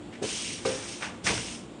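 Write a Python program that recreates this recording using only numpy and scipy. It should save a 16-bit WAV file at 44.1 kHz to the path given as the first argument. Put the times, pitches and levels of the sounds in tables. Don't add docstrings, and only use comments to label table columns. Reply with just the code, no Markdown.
import sys
import numpy as np
from scipy import signal
from scipy.fft import rfft, irfft, next_fast_len
from scipy.io import wavfile
from scipy.ndimage import uniform_filter1d, map_coordinates

SR = 44100
rng = np.random.default_rng(int(sys.argv[2]) if len(sys.argv) > 2 else 0)


def ratio(d):
    e = np.asarray(d, float) / 20
    return 10 ** e


def waveform_to_disk(signal):
    frames = np.transpose(np.atleast_2d(signal))
    scaled = np.clip(frames, -1, 1) * 32767
    samples = np.round(scaled).astype(np.int16)
    wavfile.write(sys.argv[1], SR, samples)


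N = 79380

# time_s, pressure_db, stalk_share_db
BROOM_STROKE = [(0.2, -67, -6), (0.208, -78, 8), (0.228, -40.5, 1.5), (0.296, -36, -7.5), (0.532, -39, -12),
                (0.642, -50, 1), (0.662, -37, 0.5), (0.818, -44, 0), (0.914, -42, -3.5), (0.996, -47.5, -4),
                (1.032, -42, 13), (1.196, -72, 1), (1.228, -79, -13), (1.244, -37.5, -8), (1.272, -29.5, 9),
                (1.31, -35.5, -20), (1.55, -44.5, -1.5), (1.66, -64, -4)]
# frequency_hz, level_db
BRISTLE_COLOUR = [(700, -45), (1500, -17), (2250, -2), (3700, -0.5), (5800, -2), (8900, -3), (10700, -17),
                  (12000, -42)]
# frequency_hz, level_db
STALK_COLOUR = [(200, -26), (500, -3), (1000, -1), (1700, -0.5), (2500, -17), (4000, -39), (9000, -67)]
# start_s, level_db, rise_s,
# decay_t60_s, centre_hz
SLIPPER_SCUFFS = [(0.125, -48, 0.001, 0.43, 1970), (0.65, -33.5, 0.003, 0.14, 1420),
                  (0.654, -34.5, .003, 0.23, 4330), (.74, -43, 0.014, 0.18, 1390),
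                  (.855, -38, 0.0021, 0.063, 1460), (0.879, -45, 0.0021, 0.18, 5800),
                  (0.919, -37, .004, 0.086, 5500), (1.009, -49, 0.0023, 0.11, 2040),
                  (1.022, -24, 0.0092, 0.063, 1900), (1.036, -39, 0.0022, 0.27, 2550),
                  (1.05, -39, 0.012, 0.55, 810), (1.244, -64, 0.0033, .1, 2330),
                  (1.264, -20.5, 0.0057, 0.18, 1760), (1.277, -31, 0.0013, 0.31, 3240),
                  (1.263, -29.5, 0.013, 0.51, 810), (1.266, -32, 0.0021, 0.39, 4000),
                  (0.653, -31, .003, 0.44, 387), (1.27, -29.5, 0.0086, 0.32, 229),
                  (1.05, -43, .015, 0.31, 190), (1.515, -47, .002, .06, 2360),
                  (1.06, -55, 0.014, 0.16, 7400), (1.295, -30, 0.004, 0.31, 398),
                  (1.363, -31.5, 0.0074, 0.19, 1760), (1.482, -40, 0.00093, 0.055, 2440)]
# start_s, level_db
PAN_NUDGES = [
    (.2162, -31.5),
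    (.2215, -22),
    (.2335, -29),
    (.2388, -20.5),
    (.2485, -32),
    (.261, -40),
]
# frequency_hz, level_db, decay_t60_s
PAN_NUDGE_MODES = [(109.3, -17, 0.21), (279, -3.5, .06), (436, -1, 0.078), (550, -9.5, 0.028),
                   (620, -16, 0.098), (737, -14.5, 0.056)]
# start_s, level_db
PAN_KNOCKS = [
    (.6505, -23.5),
    (.6525, -35.5),
    (.6915, -37.5),
]
# frequency_hz, level_db, decay_t60_s
PAN_KNOCK_MODES = [(118, -6.5, 0.088), (202, -10, 0.11), (264, -0.5, 0.092), (350, -0.5, 0.089),
                   (410, -8.5, 0.35), (464.5, -3.5, 0.3), (523, -5.5, 0.44), (589, -12, 0.33),
                   (660, -27, 0.34), (776, -7, 0.11), (994, -15, .08), (1203, -3.5, 0.043),
                   (1545, -18.5, 0.27)]
# start_s, level_db
HEEL_THUDS = [(.47, -45.5), (.52, -48), (.68, -38), (1.24, -35.5), (1.296, -31.5), (1.335, -39),
              (1.36, -36.5), (1.0, -52), (1.06, -47), (1.5, -43.5), (1.635, -56)]
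# frequency_hz, level_db, decay_t60_s
FLOOR_MODES = [(56.5, -11, 0.18), (92, 0, 0.16), (114.6, 4, 0.2), (184, -4.5, 0.19), (238, -9.5, 0.21),
               (349, -7.5, 0.26)]
# frequency_hz, level_db
RUMBLE_COLOUR = [(18, -50), (30, -25.5), (118, -12.5), (227, -9.5), (355, -12), (383, -15.5), (538, -16.5),
                 (841, -23), (1200, -26.5), (1560, -42), (2640, -120)]
# frequency_hz, width_hz, boost_db
ROOM_MODES = [(55, 20, 9), (102.2, 6.7, 8.5), (185, 23, 4), (231.3, 10.7, 10.5), (297, 11, 6.5),
              (345.6, 18, 6.5), (430, 20, 4)]
# frequency_hz, level_db
AIR_COLOUR = [(470, -34), (800, -25), (1200, -4), (3210, -5.5), (3500, -7), (6120, -19), (7200, -11),
              (10500, -19.5), (13600, -73), (22000, -120)]
# frequency_hz, decay_t60_s
KITCHEN_DECAY = [(200, 0.54), (2000, 0.41), (10000, 0.37)]
# frequency_hz, level_db
MIC_RESPONSE = [(20, -25), (35, -7), (55, -1), (9000, 0.5), (10600, -9)]

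TICKS_PER_S, TICK_SPREAD_DB = 9000, 2.2


def unit(x):
    return x / np.sqrt(np.mean(x ** 2) + 1e-20)


def along(points, hz):
    f, v = np.transpose(points)
    return np.interp(np.log(hz + 1), np.log(f + 1), v)


def filtered(x, response):
    m = next_fast_len(N + SR // 2)
    return irfft(rfft(x, m) * response(np.fft.rfftfreq(m, 1 / SR)), m)[..., :N]


def coloured(x, colour):
    return unit(filtered(x, lambda hz: ratio(along(colour, hz))))


def wobble(rate):
    knots = rng.standard_normal(int(N * 200 / SR) + 4)
    return map_coordinates(knots, [np.arange(N) * rate / SR])


def patchy(patchy_db):
    z = signal.stft(rng.standard_normal(N + 512), nperseg=256)[2]
    across_hz = uniform_filter1d(rng.standard_normal(z.shape), size=4, axis=0)
    patches = unit(uniform_filter1d(across_hz, size=10, axis=1))
    return unit(signal.istft(z * ratio(patchy_db * patches), nperseg=256)[1][:N])


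def grit(per_s, spread_db):
    chance, sign, size = rng.random((3, N))
    ticks = (chance < per_s / SR) * np.sign(sign - 0.5)
    return unit(ticks * ratio(-spread_db * np.log(size + 1e-9)))


def struck(contacts, modes, attack_s, scatter_db):
    out = np.zeros(N + SR)
    t = np.arange(SR // 2) / SR
    for start_s, hit_db in contacts:
        ring = np.zeros(len(t))
        for k, (hz, mode_db, t60) in enumerate(modes):
            level_db = hit_db + mode_db + scatter_db * rng.standard_normal()
            polarity = (-1) ** k
            ring += polarity * ratio(level_db - 60 * t / t60) * np.sin(2 * np.pi * hz * t)
        out[round(start_s * SR):][:len(t)] -= ring * (1 - np.exp(-t / attack_s))
    return out[:N]


def bristle_slips():
    hiss_share = 0.6
    hiss = patchy(patchy_db=1.9)
    return hiss_share * hiss + (1 - hiss_share) * grit(TICKS_PER_S, TICK_SPREAD_DB)


def broom():
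    time_s, pressure_db, stalk_db = np.transpose(BROOM_STROKE)
    t = np.arange(N) / SR
    tips = coloured(bristle_slips(), BRISTLE_COLOUR)
    stalks = coloured(bristle_slips(), STALK_COLOUR)
    rasp = stalks * ratio(np.interp(t, time_s, stalk_db) - 5)
    tremble_db = 0.5 * wobble(60.1)
    stroke_db = np.interp(t, time_s, pressure_db, -90, -90) + 1.4
    return (tips + rasp) * ratio(stroke_db + tremble_db)


def slippers():
    out = np.zeros(N)
    t = np.arange(N) / SR
    clumps = ratio(2.25 * wobble(150))
    for start_s, level_db, rise_s, t60, centre_hz in SLIPPER_SCUFFS:
        width_hz = 1.1 * centre_hz

        def sole(f):
            band = 1j * f * width_hz / (centre_hz ** 2 - f ** 2 + 1j * f * width_hz)
            low_body = ratio(-26) / (1 + 1j * f / 900)
            return band ** 2 + low_body

        rub = grit(TICKS_PER_S / 2, TICK_SPREAD_DB) + rng.standard_normal(N)
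        burst = unit(filtered(rub, sole))
        age = np.maximum(t - start_s, 0)
        swell = 1 - np.exp(-age / rise_s)
        out += ratio(level_db - 60 * age / t60) * swell * burst * clumps
    return out


def dustpan():
    nudge = struck(PAN_NUDGES, PAN_NUDGE_MODES, attack_s=0.00044, scatter_db=1)
    knock = struck(PAN_KNOCKS, PAN_KNOCK_MODES, attack_s=0.0011, scatter_db=1.2)
    return nudge + knock


def heels():
    return struck(HEEL_THUDS, FLOOR_MODES, attack_s=0.0029, scatter_db=2.4)


def mirrored(hz):
    delay_s, gain, dip_hz = 0.000312, 0.27, 1050
    return 1 - gain * np.exp(-2j * np.pi * (hz - dip_hz) * delay_s)


def kitchen(x):
    hz, t, z = signal.stft(rng.standard_normal(SR // 2), SR, nperseg=256)
    decay = ratio(-60 * t / along(KITCHEN_DECAY, hz)[:, None])
    tail = signal.istft(z * decay, SR, nperseg=256)[1]
    delayed = np.pad(x, (200, 0))
    return signal.fftconvolve(delayed, tail / np.linalg.norm(tail))[:N]


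def rumble_response(f):
    boost_db = sum(db / (1 + (2 * (f - c) / w) ** 2) for c, w, db in ROOM_MODES)
    return ratio(along(RUMBLE_COLOUR, f) + boost_db)


def background():
    rumble = unit(filtered(rng.standard_normal(N), rumble_response))
    hiss = coloured(patchy(patchy_db=0.7), AIR_COLOUR)
    return rumble * ratio(-43 + 0.43 * wobble(4.6)) + hiss * ratio(-56)


def scene():
    rubbing = broom() + slippers()
    rubbing = filtered(rubbing + ratio(-11.5) * kitchen(rubbing), mirrored)
    hits = dustpan() + heels()
    hits = hits + ratio(-8) * kitchen(hits)
    return (ratio(-0.5) * rubbing + hits + background())[None]


def top_cut(x):
    return signal.sosfilt(signal.butter(12, 15480, fs=SR, output="sos"), x)


def record(dry):
    top_hz = 10830
    band = filtered(dry, lambda hz: ratio(along(MIC_RESPONSE, hz)) * (hz < top_hz))
    shifted = band * np.cos(2 * np.pi * 6500 * np.arange(N) / SR)
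    ghost = filtered(shifted, lambda hz: (hz > 12900) & (hz < 15480))
    return top_cut(band + ratio(-32) * ghost)


dry = scene()
out = record(dry)
waveform_to_disk(out)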